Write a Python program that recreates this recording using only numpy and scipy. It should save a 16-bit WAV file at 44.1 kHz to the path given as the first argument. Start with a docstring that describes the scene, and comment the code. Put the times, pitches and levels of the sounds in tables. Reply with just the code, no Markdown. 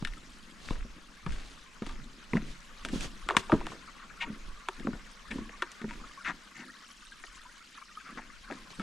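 """Boots and trekking poles come down a forest path and over a wooden footbridge, heard from the walker's body.
Soft blows ring low modes for the thuds and booms; sharp ones ring plank modes for the knocks of heels and poles.
Uneven slips scrape over the wood, clumps of tiny snaps make grit crunch, and shaped noise makes clothes swish.
Footfalls and shifts of the body jolt the microphone with a low rumble. Behind it all a small creek hisses,
gurgles and sprays: shaped noise with small splashes, and many short, ringing bubbles."""
import sys
import numpy as np
from scipy import signal
from scipy.fft import rfft, irfft
from scipy.io import wavfile
from scipy.ndimage import uniform_filter1d

SR = 44100
rng = np.random.default_rng(int(sys.argv[2]) if len(sys.argv) > 2 else 0)


def transcribe(signal):
    """Save signal, clipped to [-1, 1], as a 16-bit WAV file at the path in sys.argv[1]."""
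    frames = np.atleast_2d(signal).T
    limited = np.clip(frames, -1, 1)
    pcm = np.round(limited * 32767).astype(np.int16)
    wavfile.write(sys.argv[1], SR, pcm)


N = 389050
TIME = np.arange(N) / SR  # seconds


def amp(db):
    """Turns decibels into a gain."""
    return 10 ** (np.asarray(db) / 20)


def evened(x):
    """Scales a sound to an average (rms) level of 1."""
    return x / np.sqrt(np.mean(x ** 2) + 1e-20)


def unit_blow(x):
    """Scales a blow to the energy of 20 ms at rms 1."""
    return x / np.sqrt(np.sum(x ** 2) / (.02 * SR) + 1e-20)


def read(points, hz):
    """Reads a curve between its points, along a log-frequency axis."""
    point_hz, value = np.transpose(points)
    return np.interp(np.log(hz + 1), np.log(point_hz + 1), value)


def level(rows, axis=1):
    """Turns one dB column of a curve over time into a gain for every sample."""
    rows = np.array(rows)
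    return amp(np.interp(TIME, rows[:, 0], rows[:, axis]))


def panned(x, db):
    """Places a sound between left and right; positive dB makes the left louder."""
    return amp([[db / 2], [-db / 2]]) * x


def add(mix, s, sound):
    """Mixes a sound in at time s, cut off at the end of the mix."""
    part = mix[:, max(round(s * SR), 0):][:, :sound.shape[-1]]
    part += sound[..., :part.shape[1]]


def band(x, lo_hz, hi_hz, order=3):
    """Keeps the frequencies between two limits."""
    limits = [lo_hz, min(hi_hz, .48 * SR)]
    return signal.sosfilt(signal.butter(order, limits, "band", fs=SR, output="sos"), x)


def ring(modes, t, stretch, uneven_db, detune):
    """Rings the dying modes of wood, each with a slightly random strength, pitch and sign."""
    hz, db, t60 = np.transpose(modes)[:, :, None]
    weight, shift, side = rng.standard_normal((3, len(modes), 1))
    fade = amp(db + uneven_db * weight - 60 * t / (t60 * stretch))
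    return np.sign(side) * fade * np.sin(2 * np.pi * hz * (1 + detune * shift) * t)


def load_curve(s, hold_s, rise_s, fall_db_per_s):
    """Follows the load of one step or shift: it builds up to time s, holds, and dies away."""
    early = np.maximum(s - TIME, 0)
    late = np.maximum(TIME - s - hold_s, 0)
    return np.exp(-early / rise_s) * amp(-fall_db_per_s * late)


# The weight of a boot or pole coming down. Each row: start in seconds, level in dB,
# pitch of the spot that is hit in Hz, and a factor on the ring time.
WEIGHT_BLOWS = [(.024, -34.5, 174, 0.36), (.709, -33, 190, 0.1), (0.849, -47, 235, 0.74),
                (1.261, -34, 162, 1), (1.82, -34.5, 228, 0.64), (1.869, -43.5, 264, 0.37),
                (2.007, -49.5, 140, 1), (2.333, -28.5, 234, 0.81), (2.348, -24, 177.5, 1),
                (2.362, -30.5, 210, 0.72), (2.849, -47, 262, 0.84), (2.93, -29.5, 248, 1),
                (2.958, -37, 187, .45), (3.055, -46, 184, 0.077), (3.287, -41, 382, 0.92),
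                (3.367, -31, 220, 0.64), (3.526, -19.5, 304, 0.83), (3.533, -20.5, 217, 0.66),
                (3.54, -30, 420, 0.85), (3.55, -39, 126, 1), (4.276, -44, 275, 0.61), (4.3, -39, 212, 1),
                (4.688, -45, 378, 0.63), (4.801, -42.5, 240, 1), (4.849, -35.5, 263, 1),
                (4.87, -31, 223, 0.9), (4.884, -32.5, 245, 0.94), (4.935, -42, 179, .45),
                (5.312, -42.5, 216, 1), (5.356, -37.5, 254, 1), (5.385, -37.5, 247, 1),
                (5.418, -43, 210, 1), (5.622, -42.5, 357, 0.98), (5.814, -43.5, 225, 1),
                (5.84, -33, 215, 1), (5.877, -44, 215, 1), (6.295, -45.5, 215, 1), (6.591, -51.5, 235, 1),
                (8.171, -46, 243, 1), (8.517, -40.5, 294, 0.56), (8.796, -36, 206, 0.96)]
# Low modes of the ground, tuned as a bridge deck. Each row: pitch in Hz, relative strength in dB,
# and seconds to fade by 60 dB before each sound stretches or shortens it.
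LOW_MODES = [(141.6, -7.5, 0.6), (175, 2, 0.12), (206, 0, 0.021), (211, -1.5, 0.19), (237, -11.5, 0.2),
             (275.3, -9, 0.24), (320.3, -7, 0.12), (377, 1, 0.061), (536, 8.5, 0.037)]


def thumps():
    """A soft blow drives the spot under the boot; low modes near its pitch ring on, for path and deck alike."""
    out, t = np.zeros((2, N)), np.arange(SR // 3) / SR
    mode_hz, mode_db, mode_t60 = np.transpose(LOW_MODES)[:, :, None]
    for s, db, hz, stretch in WEIGHT_BLOWS:
        spot = np.sin(2 * np.pi * hz * t) * amp(-60 * t / (0.072 * stretch))
        near = np.exp(-(np.log2(mode_hz / hz) / 0.44) ** 2)  # distance in octaves
        fade = amp(mode_db - 60 * t / (mode_t60 * stretch))
        ground = (near * fade * np.sin(2 * np.pi * mode_hz * t)).sum(0)
        tread = band(rng.standard_normal(len(t)), hz * .72, hz * 1.7, order=2) * amp(-60 * t / .04)
        blow = unit_blow(spot) + amp(-4.5) * unit_blow(ground) + amp(-5.0) * unit_blow(tread)
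        # the rubber sole spreads the push over a few milliseconds
        push = 1 - np.exp(-t / (0.0048 * stretch ** 2))
        blow = band(blow * push, hz * 0.3, hz * 4.3, order=2)
        add(out, s, -amp(db) * unit_blow(blow))
    return out


# Hard contacts of heel, toe and pole, and the click of a strap at 3.0078 s. Each row: start in seconds,
# level in dB, weight behind the blow in dB, hardness in dB, pitch of the spot in Hz,
# seconds for the rattle to fade by 60 dB, and left over right in dB.
HARD_CONTACTS = [(0.0241, -50, -7, -9, 1100, 0.017, 2), (0.0489, -35.5, -23, -7.5, 2270, 0.037, 7),
                 (.072, -47.5, -25, -3.5, 1390, .079, 6), (0.135, -53, -29, -6, 1830, 0.038, 9),
                 (.706, -42, -4, -9, 1040, 0.083, 4), (0.755, -53.5, -4, -17, 1480, 0.1, 6),
                 (1.263, -41, -11, -11, 1220, .052, 3), (1.321, -50.5, -14, -1, 1600, 0.24, 6),
                 (1.822, -47.5, -7, -9, 1220, 0.087, 3), (1.864, -50, -15, -2.5, 1240, .05, 3),
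                 (1.894, -48, -15, -8, 1180, 0.18, 4), (2.3334, -37.5, 1, -17, 1620, 0.014, 2),
                 (2.354, -43, -7, -14, 990, 0.036, -1), (2.369, -36.5, -8, -16, 1940, 0.036, 2),
                 (2.8491, -40.5, -8, -1.5, 1350, 0.06, 0.5), (2.886, -49, -15, -1.5, 1530, 0.059, 2),
                 (3.0078, -50, -15, 5, 1670, 0.032, -2), (3.288, -31.5, -11, -7, 1330, 0.029, 2),
                 (3.3001, -33.5, -10, -15, 1300, 0.019, 1), (3.307, -30, -4.5, -14.5, 887, 0.08, 0.5),
                 (3.348, -37.5, -7, -26, 1090, 0.045, 1), (3.367, -22.5, -19, -4, 1460, 0.034, 4),
                 (3.4963, -32.5, -4, -19, 910, 0.073, -0.5), (3.5189, -26.5, -4, -18, 1190, 0.069, 2.5),
                 (3.538, -40, -21, -15, 1250, 0.088, 1), (3.611, -41.5, -3.5, -15, 880, 0.042, 0),
                 (3.667, -43, -4, -4, 1290, 0.02, 1), (3.717, -44.5, -3, -26, 1040, 0.15, 0),
                 (4.686, -34, -16.5, -7.5, 1220, 0.025, 2.5), (4.797, -54, -8, -5, 1820, 0.018, 4),
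                 (4.8701, -39, -5, -20, 1140, 0.024, 3.5), (4.931, -46.5, -6, -21, 1450, 0.19, 4),
                 (5.312, -44, -12, -7, 1690, 0.14, 3), (5.383, -50.5, -12, -18, 1440, .03, 2),
                 (5.493, -51, -4, -18, 1710, .017, 4), (5.6213, -30.5, -20, -9.5, 1370, 0.044, 1),
                 (5.717, -73.5, -17, 16, 1390, 0.049, 1), (5.816, -48, -14, -8.5, 1460, 0.063, 3),
                 (5.842, -49, -21, -23, 1250, .028, 1), (5.89, -51.5, -15, -9, 1830, 0.044, -2),
                 (7.238, -47, -12, -18, 1600, 0.04, 7), (8.4998, -46.5, 2.5, -22, 1340, 0.063, 3.5),
                 (8.523, -48, -12, -19, 1640, .05, 11), (8.796, -40, -11, -9, 1304, 0.44, 3.5)]
# The ways a single plank bends. Each row: pitch in Hz, relative strength in dB,
# and seconds to fade by 60 dB before each sound stretches or shortens it.
PLANK_MODES = [(376, -25.5, .2), (494, -25, .031), (684, -19, .054), (940, 0, .06), (982, -11, .08),
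               (1204, 2, .033), (1303, -8, .07), (1620, -4, .06), (1810, 2, .055), (1835, 1, .047),
               (2194, 17, .0083), (2630, -3, .05), (2880, 5, .035), (3350, 7, .03), (5040, 2, .02),
               (5940, 2, .023)]
TICK_DB, TICK_PER_HARDNESS = -6, 1.59  # the topmost tick grows faster with hardness than the edge below it


def knocks():
    """Each contact mixes a sharp crack, the clack of the struck spot, plank modes and a short rattle."""
    out, t = np.zeros((2, N)), np.arange(SR // 6) / SR
    for s, level_db, weight_db, hard_db, hz, t60, pan_db in HARD_CONTACTS:
        wood = unit_blow(ring(PLANK_MODES, t, t60 / .035, uneven_db=1.5, detune=.015).sum(0))
        spot = unit_blow(np.sin(2 * np.pi * hz * t) * amp(-60 * t / (0.32 * t60)))
        grain = rng.standard_normal((3, len(t)))
        grain = grain[0] + amp(-13.5) * grain[1:]  # nearly the same noise on both sides
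        crack = unit_blow(grain * np.exp(-t / 0.00096))
        rattle = unit_blow(grain * amp(-60 * t / t60))
        blow = amp(-4) * wood + amp(-6) * spot + amp(2) * crack + amp(6) * rattle
        # the heavy, low motion builds up last
        rise_s = np.array([0.007, 0.00038, 0.000032, 0.000035])
        swells = 1 - np.exp(-t / rise_s[:, None])
        # weight drives the low knock, hardness the edge and tick above the spot's own range
        levels = [weight_db, 0, hard_db, TICK_DB + TICK_PER_HARDNESS * hard_db]
        ranges = [(370, 760), (hz * 0.66, hz * 1.35), (2300, 4000), (4900, 9200)]
        colour = 0
        for db, swell, (lo, hi) in zip(levels, swells, ranges):
            colour = colour + amp(db) * np.sqrt(2) * unit_blow(band(blow * swell, lo, hi))
        add(out, s, amp(level_db) * panned(colour, pan_db))
    return out


# Soles or poles dragged over wood. Each row: start in seconds, length in seconds, level setting in dB, centre
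# pitch in Hz, and left over right in dB.
DRAGS = [(4.204, 0.046, -35, 2050, 4), (5.305, 0.023, -41.5, 2110, 5),
         (6.242, 0.085, -35.5, 1750, 5), (6.543, 0.11, -51.5, 1770, 5),
         (8.038, 0.1, -52, 1450, 3), (8.17, 0.035, -44, 1440, 4.5)]


def scrapes():
    """Quick uneven slips excite plank and deck modes; the sound darkens as the slide goes on."""
    out, t = np.zeros((2, N)), np.arange(SR // 5) / SR
    for s, length, db, hz, pan_db in DRAGS:
        u = np.clip(t / length, 0, 1)  # progress of the slide
        unevenness = uniform_filter1d(rng.standard_normal(len(t)), 100)
        turns = np.cumsum(260 * (1 + 3.5 * unevenness)) / SR  # about 260 slips per second
        grip = .25 + np.exp(-(turns % 1) / .25)
        slips = grip * rng.standard_normal(len(t)) * abs(np.sin(np.pi * u ** 0.83)) ** 0.99
        plank_ring = ring(PLANK_MODES, t, 0.93, uneven_db=-2, detune=0.023).sum(0)
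        wood = signal.fftconvolve(slips, plank_ring)[:len(t)]
        deck_ring = ring(LOW_MODES, t, .6, uneven_db=1, detune=.01).sum(0)
        deck = signal.fftconvolve(slips * u, deck_ring)[:len(t)]
        rub = evened(slips) + amp(-12) * evened(wood)
        # fade from a brighter band to a darker one
        sound = (1 - u) * band(rub, hz * 0.69, hz * 1.46) + u * band(rub, hz * 0.42, hz * 1.18)
        sound = evened(sound) + amp(-23.5) * evened(band(deck, 170, 443))
        sound += amp(-18.5) * evened(band(slips, 3370, 6700, order=3))
        add(out, s, panned(amp(db) * sound * np.sqrt(length / t[-1]), pan_db))
    return out


# Grit crushed under a sole. Each row: time of full load in seconds, level in dB, hold in seconds.
CRUSHED_GRIT = [(0.07, -58, 0.036), (0.687, -54, 0.1), (1.27, -57, 0.17), (1.823, -55, 0.11),
                (2.358, -50.5, 0.027), (3.6, -55, 0.1), (5.897, -52.5, 0.057), (8.173, -52, 0.022),
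                (8.499, -48.5, 0.042)]
CRUNCH_RISE_S, CRUNCH_FALL_DB_PER_S = 0.0057, 200
GRAINS_PER_S, GRAIN_SPREAD_DB = 350, 6.5


def crunches():
    """Grains of many sizes snap in a clump as the weight comes onto them."""
    size = amp(GRAIN_SPREAD_DB * np.minimum(rng.exponential(1, N), 3))
    grains = rng.standard_normal(N) * (rng.random(N) < GRAINS_PER_S / SR) * size
    t = np.arange(SR // 100) / SR
    snap = rng.standard_normal(len(t)) * np.exp(-t / .001)
    grit = evened(band(signal.oaconvolve(grains, snap)[:N], 600, 3300))
    load = sum(amp(db) * load_curve(s, hold, CRUNCH_RISE_S, CRUNCH_FALL_DB_PER_S)
               for s, db, hold in CRUSHED_GRIT)
    return panned(load * grit, 5.5)


# Footfalls and shifts of the body shake the microphone and load the ground. Each row: time of full load
# in seconds, jolt level in dB, jolt hold in seconds, roll level in dB, roll hold in seconds.
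BODY_LOADS = [(0.048, -35.5, 0.044, -61, 0.039), (0.701, -34, 0.12, -56, 0.25),
              (1.29, -27.5, 0.038, -54, .08), (1.845, -42, 0.2, -56.5, 0.33),
              (2.335, -41.5, 0.17, -44, 0.075), (2.861, -39.5, 0.17, -47, 0.13),
              (3.526, -36.5, 0.095, -47, 0.077), (4.251, -48.5, 0.26, -46.5, 0.087),
              (4.457, -42, 0.022, -61, 0.026), (4.796, -44, 0.18, -46, 0.11),
              (5.309, -40.5, 0.097, -47.5, .11), (5.83, -47.5, 0.22, -51.5, 0.15),
              (6.254, -56, 0.096, -47.5, 0.022), (6.579, -68, 0.055, -52.5, .05),
              (8.06, -70, .1, -54.5, 0.18), (8.504, -61, .05, -50.5, 0.04), (8.783, -49, .05, -46, .05)]
# Unrest between these loads. Each row: time in seconds, body sway in dB, shifting weight in dB.
BODY_UNREST = [(0, -52.5, -56.5), (1.2, -57, -66), (2.6, -58.5, -70.5), (3.25, -45.5, -52.5),
               (4, -58.5, -64), (5.2, -56, -77.5), (6.8, -67, -67), (7.3, -56, -69), (7.8, -69, -69),
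               (8.4, -52, -73), (8.82, -68, -70)]
ROLL_RISE_S, ROLL_FALL_DB_PER_S = 0.01, 133


def rolling():
    """Small uneven shifts of weight keep low modes murmuring during each footfall or shift of the body."""
    t = np.arange(SR // 4) / SR
    shifts = rng.standard_normal(N) * (rng.random(N) < 260 / SR)  # about 260 per second
    low_ring = ring(LOW_MODES, t, .5, uneven_db=1, detune=.01).sum(0)
    murmur = band(signal.oaconvolve(shifts, low_ring)[:N], 165, 370, order=2)
    load = sum(amp(db) * load_curve(s, hold, ROLL_RISE_S, ROLL_FALL_DB_PER_S)
               for s, _, _, db, hold in BODY_LOADS)
    return np.hypot(load, level(BODY_UNREST, axis=2)) * evened(murmur)


# How alike left and right are. Each row: frequency in Hz, likeness from 0 (unrelated) to 1 (the same).
LIKENESS = [(30, 0.82), (80, 1), (200, 0.1), (700, 0.75), (1400, 0.37), (3100, 0.47), (7000, 0.84),
            (15000, 0.14)]


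def noise(spectrum):
    """Colours random noise, partly alike at the two microphones."""
    hz = np.fft.rfftfreq(N, 1 / SR)
    a, b = rfft(rng.standard_normal((2, N)))
    same = np.clip(read(LIKENESS, hz), 0, 1)
    mid, side = a * np.sqrt(1 + same), b * np.sqrt(1 - same)
    return evened(irfft(np.array([mid + side, mid - side]) * amp(read(spectrum, hz)), N))


# Strokes of clothes and straps. Each row: peak time in seconds, rise in seconds, fall in seconds,
# stroke level in dB before cloth and grit are balanced.
CLOTH_STROKES = [(.69, 0.078, 0.077, -54.5), (1.33, 0.052, 0.27, -59.5), (1.88, 0.028, 0.067, -60.5),
                 (2.36, 0.052, 0.028, -58), (2.5, 0.058, 0.048, -58), (2.955, 0.036, 0.032, -47),
                 (3.04, .04, 0.03, -43.5), (3.385, 0.017, 0.026, -44), (3.54, .05, 0.078, -57.5),
                 (3.72, 0.047, 0.033, -55.5), (5.358, 0.046, 0.063, -60), (5.9, 0.025, 0.16, -64),
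                 (8.53, 0.019, 0.072, -65), (8.714, 0.0093, 0.011, -56)]
# Colour of rubbing cloth. Each row: frequency in Hz, relative strength in dB.
CLOTH_COLOUR = [(300, 16), (800, 3.5), (1300, 6), (2200, 5.5), (3100, 8), (5000, 2.5), (6700, 1),
                (10000, -8), (13000, -21), (15500, -31)]
# Grit underfoot: most on the path, least early on the deck, growing again towards the end.
# Each row: time in seconds, dB above the stroke level.
GRIT_SHARE = [(0, -5.5), (2, 3), (2.6, -12), (3.4, -12), (5.5, -4), (8.82, 5)]


def clothes():
    """Fabric rubs in strokes, while grit crunches under the sole."""
    stroke = sum(amp(db) * np.exp(-((TIME - s) / np.where(TIME < s, rise, fall)) ** 2)
                 for s, rise, fall, db in CLOTH_STROKES)
    crackle = amp(evened(uniform_filter1d(rng.standard_normal(N), 90)))  # quick 1 dB flutter
    grains = rng.standard_normal(N) * (rng.random(N) < 220 / SR)  # about 220 per second
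    snap = rng.standard_normal(300) * np.exp(-np.arange(300) / SR / 0.0015)
    grit = evened(band(signal.oaconvolve(grains, snap)[:N], 680, 6500, order=4))
    fabric = amp(5.5) * evened(noise(CLOTH_COLOUR) * crackle)
    return stroke * (fabric + level(GRIT_SHARE) * grit)


# Colour of the low rumble. Each row: frequency in Hz, relative strength in dB.
RUMBLE_COLOUR = [(8, 0), (20, 6.5), (38, 1.5), (60, -10), (100, -19), (200, -50), (500, -87)]
JOLT_RISE_S, JOLT_FALL_DB_PER_S = 0.026, 168


def jolts():
    """The microphone sways with the body, and every step or shift shakes a rumble into it."""
    shake = sum(amp(db) * load_curve(s, hold, JOLT_RISE_S, JOLT_FALL_DB_PER_S)
                for s, db, hold, _, _ in BODY_LOADS)
    return np.hypot(shake, level(BODY_UNREST)) * noise(RUMBLE_COLOUR)


def bubble(hz, cycles, glide):
    """A bubble rings and dies away; its pitch rises with a positive glide and sinks with a negative one."""
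    u = np.arange(int(6 * cycles / hz * SR)) / SR * hz / cycles  # time in units of the fading time
    swell = 1 - np.exp(-u / .25)
    return swell * np.exp(-u) * np.sin(2 * np.pi * cycles * (u + glide * u ** 2))


def bubbles(low_hz, high_hz, per_s, spread_db, cycles, scatter_s):
    """Each little spill of water traps a cluster of five bubbles of many sizes."""
    out = np.zeros((2, N))
    count = int(per_s * N / SR)
    spills = rng.random((count, 3))
    members = rng.random((count, 5, 5))
    for (when, force, side), cluster in zip(spills, members):
        for delay, size, loud, length, glide in cluster:
            hz = low_hz * (high_hz / low_hz) ** size
            db = spread_db * min(-np.log(1 - force), 2.5) + 9 * loud - 4 * size
            sound = amp(db) * bubble(hz, cycles * (.35 + length), .025 * (glide - .35))
            add(out, when * N / SR + scatter_s * delay, panned(sound, 16 * (side - .5)))
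    return evened(out)


# Colour of the creek's hiss. Each row: frequency in Hz, relative strength in dB.
HISS_COLOUR = [(30, -42), (100, -16), (150, 1), (190, 7.5), (300, -9.5), (480, -2), (750, -6.5), (1100, 0),
               (1600, -0.5), (2500, -5), (4000, -9), (7000, -17), (10000, -26), (13000, -32), (15500, -40)]
# The creek as the bank opens. Each row: time in seconds, then the levels of hiss, gurgle and spray in dB,
# before the creek's echo and left-right balance.
CREEK_LEVELS = [(0, -57.5, -71, -62), (1.1, -60, -62.5, -63), (2.1, -58, -66, -63), (3, -57, -56.5, -58.5),
                (4, -56.5, -54.5, -63.5), (5, -57, -59, -61.5), (6, -56.5, -57, -61.5),
                (7, -64.5, -58.5, -57.5), (8, -63, -55, -59), (8.82, -56, -59, -60)]
# The largest bubbles. Each row: start in seconds, pitch in Hz, level setting in dB.
BIG_BUBBLES = [(.171, 1274, -40.5), (3.876, 1270, -38), (4.572, 1170, -43), (5.909, 942, -37),
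               (6.038, 1254, -36.5), (6.174, 1090, -34.5), (6.208, 1390, -37), (6.7, 1830, -38),
               (7.12, 1580, -36), (7.454, 984, -39.5), (7.972, 1240, -30), (8.578, 1043, -44)]


def creek():
    """Hiss that comes in small splashes, gurgling bubbles, fine spray and a few big glugs."""
    spray = bubbles(2600, 11000, per_s=70, spread_db=3.4, cycles=7, scatter_s=.03)
    gurgle = bubbles(1030, 2600, per_s=55, spread_db=3.4, cycles=8.5, scatter_s=.03)
    spectra = signal.stft(noise(HISS_COLOUR), nperseg=512)[2]
    # splashes lift patches about a kilohertz wide and a few hundredths of a second long
    patches = uniform_filter1d(rng.standard_normal(spectra.shape[1:]), size=12, axis=0)
    patches = uniform_filter1d(patches, size=5, axis=1)
    splashes = amp(2.2 * evened(patches))
    hiss = evened(signal.istft(spectra * splashes, nperseg=512)[1][:, :N])
    # the finest spray merges into a bright fizz
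    spray = evened(spray + evened(band(hiss, 4000, 13000, order=1)))
    water = level(CREEK_LEVELS) * hiss
    water += level(CREEK_LEVELS, axis=2) * gurgle
    water += level(CREEK_LEVELS, axis=3) * spray
    for s, hz, db in BIG_BUBBLES:
        add(water, s, amp(db) * bubble(hz, cycles=10.4, glide=0.0075))
    return panned(water + amp(-13) * forest(water), 2)


# How long echoes last. Each row: frequency in Hz, seconds to fade by 60 dB.
ECHO_FADE = [(100, 0.89), (300, 0.65), (1000, 0.53), (3000, 0.33), (10000, 1)]


def forest(x):
    """Thin echoes from the banks and trunks: scattered random reflections, nearly alike on both sides."""
    taps = rng.standard_normal((2, SR // 2)) * (rng.random((2, SR // 2)) < 2000 / SR)
    hz, t, spectra = signal.stft(taps, SR, nperseg=256)
    fade = amp(-60 * t / read(ECHO_FADE, hz)[:, None])
    build_up = 1 - np.exp(-t / 0.0075)
    tail = signal.istft(spectra * fade * build_up, SR, nperseg=256)[1]
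    tail = tail + 0.97 * tail[::-1]  # blend left and right
    return signal.fftconvolve(x, tail / np.linalg.norm(tail[0]), axes=1)[:, :N]


def scene():
    """The walker close by, the creek below."""
    steps = thumps() + knocks() + scrapes() + crunches()
    echoes = amp(-19) * forest(steps)
    return steps + echoes + rolling() + clothes() + jolts() + creek()


EDGE_HZ = 15700


def record(dry):
    """Cuts off the highest treble with a steep low-pass filter."""
    lowpass = signal.firwin(511, EDGE_HZ, window=("kaiser", 9), fs=SR)
    return signal.oaconvolve(dry, lowpass[None], "same")


dry = scene()
out = record(dry)
transcribe(out)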